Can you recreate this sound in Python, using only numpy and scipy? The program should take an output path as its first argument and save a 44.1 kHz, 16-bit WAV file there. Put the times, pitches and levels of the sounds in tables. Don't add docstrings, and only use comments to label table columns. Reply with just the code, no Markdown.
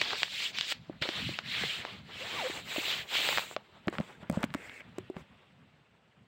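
import sys
import numpy as np
from scipy import signal
from scipy.fft import rfft, irfft, next_fast_len
from scipy.io import wavfile
from scipy.ndimage import uniform_filter1d, map_coordinates

SR = 44100
rng = np.random.default_rng(int(sys.argv[2]) if len(sys.argv) > 2 else 0)


def bounce(signal):
    frames = np.transpose(np.atleast_2d(signal))
    limited = np.clip(frames, -1, 1)
    pcm = np.round(limited * 32767).astype(np.int16)
    wavfile.write(sys.argv[1], SR, pcm)


N = 276507

# frequency_hz, density_db (per Hz)
NEAR_SLIP = [(3500, -2), (6500, -3), (7800, 3.5), (9500, -10.5), (11700, -18), (14500, -11)]
NEAR_FROM_S = 3.8


def amp(db):
    return 10 ** (np.asarray(db) / 20)


def unit(x):
    return x / np.sqrt(np.mean(x ** 2) + 1e-20)


def curves(rows):
    s, *columns = np.transpose(rows)
    return [np.interp(np.arange(N) / SR, s, column) for column in columns]


def wobble(rate):
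    knots = rng.standard_normal(int(N * rate / SR) + 4)
    return map_coordinates(knots, [np.arange(N) * rate / SR])


def coloured(x, points):
    m = next_fast_len(N + 8192)
    hz, db = np.transpose(points)
    gain = amp(np.interp(np.log(np.fft.rfftfreq(m, 1 / SR) + 1), np.log(hz + 1), db))
    return unit(irfft(rfft(x, m) * gain, m)[:N])


def patchy(x, depth_db):
    z = signal.stft(x, nperseg=256)[2]
    over_frequency = uniform_filter1d(rng.standard_normal(z.shape), 4, 0)
    field = uniform_filter1d(over_frequency, 8, 1)
    return signal.istft(z * amp(depth_db * unit(field)), nperseg=256)[1][:N]


def dying(at, db, t60):
    t = np.arange(N) / SR - at
    return (t >= 0) * amp(db - 60 * np.abs(t) / t60)


def background():
    # time_s, level_db
    rumble_level = [(0, -54), (.4, -58), (1.06, -49), (1.5, -52), (3.3, -57), (4.1, -57), (4.4, -47.5),
                    (4.7, -58), (5.2, -53), (5.6, -61.5), (6.27, -63.5)]
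    # frequency_hz, density_db (per Hz)
    rumble_tone = [(40, -25.5), (60, 0.5), (130, 4), (210, 2), (280, -6.5), (500, -55)]
    # frequency_hz, density_db (per Hz)
    hiss_tone = [(250, -2.5), (400, 5), (1300, -1.5), (2800, -1), (6400, -22.5), (8000, -19), (9700, -36),
                 (15800, -33)]
    hiss_db = -68.5
    lumps = amp(5.2 * wobble(15) + 2.0 * wobble(35))
    lumpy = unit(lumps * coloured(rng.standard_normal(N), rumble_tone))
    rumble = amp(curves(rumble_level)[0]) * lumpy
    hiss = coloured(patchy(rng.standard_normal(N), depth_db=2.0), hiss_tone)
    return rumble + amp(hiss_db) * hiss


def room(x):
    t = np.arange(SR // 5) / SR
    dull_noise = signal.lfilter([1], [1, -.6], rng.standard_normal(len(t)))
    tail = dull_noise * amp(-60 * t / 0.14)
    delayed = np.pad(x, (150, 0))
    return signal.fftconvolve(delayed, tail / np.linalg.norm(tail))[:N]


def squeak():
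    # time_s, pitch_hz, level_db
    glide = [(2.21, 498, -44.5), (2.255, 697, -54), (2.32, 1023, -50), (2.35, 1157, -47), (2.37, 1150, -41),
             (2.403, 900, -37.5), (2.445, 514, -35), (2.478, 525, -38), (2.49, 517, -62)]
    hz, db = curves(glide)
    phase = 2 * np.pi * np.cumsum(hz * (1 + 0.023 * wobble(90))) / SR
    s = np.arange(N) / SR
    sliding = (s > glide[0][0]) & (s < glide[-1][0])
    return sliding * amp(db + 3.0 * wobble(70)) * np.sin(phase)


def ticks():
    # start_s, level_db
    contacts = [(3.8727, -43.5), (3.881, -48.5), (3.886, -50), (3.899, -48), (3.9844, -54), (4.001, -43.5),
                (4.2984, -30), (4.3135, -46), (4.326, -43), (4.4068, -47.5), (4.43, -34), (4.4418, -33),
                (4.448, -39.5), (4.54, -35.5), (4.5475, -36), (4.9843, -39.5), (5.1005, -54)]
    t60_s = 0.0062
    envelope = sum(dying(s, db, t60_s) for s, db in contacts)
    return envelope * coloured(rng.standard_normal(N), NEAR_SLIP)


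def thumps():
    # start_s, peak_db, pitch_hz
    blows = [(0.8972, -27, 332), (1.0169, -27.5, 131), (1.0541, -31, 513), (1.0893, -25, 352),
             (1.291, -28, 330), (1.637, -27.5, 438), (2.499, -28.5, 374), (2.7616, -28, 635),
             (2.782, -23, 327), (2.8813, -34.5, 684), (3.2889, -23, 580), (3.5648, -22.5, 620),
             (3.8728, -22.5, 184), (3.884, -19.5, 350), (3.9872, -26.5, 193), (4.0005, -20, 187),
             (4.2285, -37, 172), (4.298, -18.5, 213), (4.3135, -25, 156), (4.3269, -28, 171),
             (4.3723, -19.5, 190), (4.439, -19, 243), (4.5494, -23.5, 274), (4.983, -27, 362),
             (5.0998, -27.5, 352), (5.1652, -31.5, 185)]
    body_hz, body_db = 560, -5
    rings_from_s = 4.9
    ring_hz, ring_db, ring_t60_s = 372, -16, .11
    out, t = np.zeros(N + SR), np.arange(SR // 8) / SR
    for s, db, hz in blows:
        t60 = 0.0069 + 4.24 / hz
        low = np.sin(2 * np.pi * hz * t) * amp(-60 * t / t60)
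        upper_hz, upper_db = (body_hz, body_db) if s > NEAR_FROM_S else (1.64 * hz, 0)
        upper = np.sin(2 * np.pi * upper_hz * t) * amp(upper_db - 110 * t / t60)
        ring = np.sin(2 * np.pi * ring_hz * t) * amp(ring_db - 60 * t / ring_t60_s)
        soft_onset = 1 - np.exp(-t / 0.0012)
        blow = (low + upper + (s > rings_from_s) * ring) * soft_onset
        out[round(s * SR):][:len(t)] -= amp(db) * blow / np.abs(blow).max()
    return out[:N]


def snaps():
    # start_s, peak_db, centre_hz
    creases = [(0.0155, -11, 2160), (0.1064, -21, 1500), (0.1323, -18, 1120), (0.232, -7.5, 2400),
               (.281, -32, 1240), (.404, -26, 1600), (0.5863, -13, 3460), (0.6105, -11.5, 3050),
               (0.723, -15.5, 2440), (1.023, -21, 2290), (1.09, -17.5, 2150), (1.3888, -14.5, 1320),
               (1.6361, -22.5, 1060), (1.851, -19.5, 830), (3.154, -19.5, 890), (3.2888, -11, 1260),
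               (3.328, -19, 895), (3.3748, -11, 1370), (3.3831, -10, 1050), (3.394, -19, 985),
               (3.5644, -18, 1190), (3.882, -15, 1410), (3.9528, -28, 1080), (3.9843, -19, 1340),
               (4.0105, -28.5, 880), (4.299, -23.5, 960), (4.4328, -16.5, 980), (4.44, -17.5, 1410),
               (4.5044, -36.5, 2300), (4.54, -23.5, 1390), (4.547, -21.5, 990), (4.696, -31.5, 2270),
               (4.9853, -31, 1020), (5.167, -30, 890)]
    slack_hz = 3400
    out, t = np.zeros(N + SR), np.arange(1024) / SR
    hz = np.fft.rfftfreq(4096, 1 / SR)
    dull = (1 / (1 - (hz / 4300) ** 2 + 1j * hz / 4300)) ** 2
    for s, db, centre in creases:
        burst = 0.17 * rng.standard_normal(len(t)) * amp(-60 * t / 0.018)
        burst[0] = 3.06
        ring = 1j * hz * centre / (centre ** 2 - hz ** 2 + 1j * hz * centre)
        slack = 1 / (1 + (s > NEAR_FROM_S) * 1j * hz / slack_hz) ** 2
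        click = irfft(rfft(burst, 4096) * ring * dull * slack)[:len(t)]
        out[round(s * SR):][:len(t)] -= amp(db) * click / np.abs(click).max()
    return out[:N]


def strokes():
    # fastest_s, speeding_up_s, slowing_down_s, level_db, slip_db, flutter_db
    hand_strokes = [(.06, 0.2, 0.17, -35.5, -23, -11), (.2, 0.066, 0.13, -37.5, -15, -21),
                    (.44, 0.21, 0.1, -35, -15.5, -24), (0.584, 0.072, 0.23, -38, -22.5, -19.5),
                    (0.718, 0.075, 0.02, -35, -10, -19), (1.02, 0.0095, 0.36, -40.5, -20, -10),
                    (1.278, 0.29, 0.18, -39, -19.5, -19.5), (1.55, 0.14, 0.21, -35.5, -24, -20),
                    (1.701, 0.29, 0.17, -38, -14.5, -19), (1.898, 0.24, 0.16, -48.5, -21, -7),
                    (2.351, 0.36, 0.31, -41, -19, -10), (2.548, 0.49, 0.12, -42, -10.5, -5.5),
                    (2.79, 0.19, 0.25, -38.5, -10.5, -11.5), (2.918, 0.14, 0.15, -33, -15.5, -14.5),
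                    (3.162, 0.1, 0.16, -35, -14.5, -13), (3.31, 0.27, 0.17, -31.5, -10.5, -14),
                    (3.52, 0.67, 0.046, -48.5, -4.5, -3.5), (3.93, .007, 0.074, -57, -4.5, 9.5),
                    (4.04, 0.21, 0.21, -62.5, -6, 4), (4.228, 0.041, 0.014, -59, -13.5, 0.5),
                    (4.345, 0.028, 0.075, -54.5, -4.5, 7.5), (4.429, 0.068, 0.04, -58.5, -5, 15),
                    (4.66, 0.19, 0.095, -64, 1, 1), (4.77, 0.078, 0.061, -69.5, 8, 1),
                    (5.185, 0.037, 0.054, -64, -4, 1)]
    # start_s, level_db, t60_s
    crumples = [(0.0132, -24.5, 0.063), (.716, -31, 0.031), (1.0225, -28.5, 0.079), (4.429, -43, .04),
                (4.805, -46, 0.024)]
    crumple_slip_db, crumple_flutter_db = -28, -5
    # level_db, slip_db, flutter_db
    resting = (-66, -18.5, 0)
    still_s, settle_s = 5.95, 0.87
    roundness = 1.97
    s = np.arange(N) / SR
    db, slip_db, flutter_db = resting
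    settling = np.clip((still_s - s) / settle_s, 0, 1)
    power = amp([[db], [db + slip_db], [db + flutter_db]]) ** 2 * settling ** 2
    for at, rise, fall, db, slip_db, flutter_db in hand_strokes:
        u = np.clip((s - at) / np.where(s < at, rise, fall), -1, 1)
        arch = amp(db) * (1 - u ** 2) ** roundness
        power += (arch * amp([[0], [slip_db], [flutter_db]])) ** 2
    for burst in crumples:
        power += (dying(*burst) * amp([[0], [crumple_slip_db], [crumple_flutter_db]])) ** 2
    return np.sqrt(power)


def rubbing():
    # frequency_hz, density_db (per Hz)
    sheet_tone = [(700, -34.5), (1500, -10), (2200, -1.5), (3100, 0), (4100, -4), (6000, -22.5),
                  (8000, -41)]
    slip_tone = [(4500, -33.5), (6200, -6), (7500, 5), (9700, -14.5), (11500, -20.5), (14000, -12.5),
                 (15800, -5)]
    palm_air = [(11000, -21), (13000, -7.5), (15800, -2)]
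    flutter_tone = [(200, -7), (400, 1), (700, 0.5), (1400, -4), (2100, -12.5), (3000, -58.5)]
    scrape_tone = [(620, -3), (1050, -31), (1600, -3), (2200, 6), (2700, -4), (3500, -60)]
    taut_until_s, taut_pitch = .9, 1.106
    near_pitch = 0.86
    palm_from_s, palm_to_s = 2.63, 3.46
    scrape_from_s, scrape_to_s, scrape_db = 4.555, 4.82, -54
    rub, slip, flutter = strokes()
    s = np.arange(N) / SR

    clumps = amp(0.97 * wobble(24.9))
    strengths = amp(1.0 * np.minimum(rng.exponential(size=N), 2))
    catches = strengths * (rng.random(N) < .012) * rng.standard_normal(N)
    rough = clumps * (rng.standard_normal(N) + 0.25 * unit(catches))
    grains = patchy(rough, depth_db=2.0)

    taut, flat, slack = [coloured(grains, [(k * hz, db) for hz, db in sheet_tone])
                         for k in (taut_pitch, 1, near_pitch)]
    sheet = np.select([s < taut_until_s, s < NEAR_FROM_S], [taut, flat], slack)

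    bends = amp(3.4 * rng.exponential(size=N))
    buckles = bends * (rng.random(N) < .003) * rng.standard_normal(N)
    low = amp(3.4 * wobble(30.01)) * coloured(unit(grains) + 0.61 * unit(buckles), flutter_tone)

    near = coloured(grains, NEAR_SLIP)
    airy = coloured(grains, slip_tone[:4] + palm_air)
    under_palm = (s > palm_from_s) & (s < palm_to_s)
    slips = np.select([s > NEAR_FROM_S, under_palm], [near, airy], coloured(grains, slip_tone))

    dragging = (s > scrape_from_s) * (s < scrape_to_s)
    scrape = dragging * amp(scrape_db) * coloured(grains, scrape_tone)
    return rub * sheet + slip * slips + flutter * low + scrape


def scene():
    hits = snaps() + thumps() + ticks()
    mono = hits + amp(-24) * room(hits) + rubbing() + squeak() + background()
    return np.array([mono, mono])


def record(dry):
    top_hz, bass_hz = 15800, 60
    m = next_fast_len(N + 8192)
    hz = np.fft.rfftfreq(m, 1 / SR)
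    low_cut = (1j * hz / (bass_hz + 1j * hz)) ** 2
    return irfft(rfft(dry, m) * low_cut * (hz < top_hz), m)[:, :N]


dry = scene()
out = record(dry)
bounce(out)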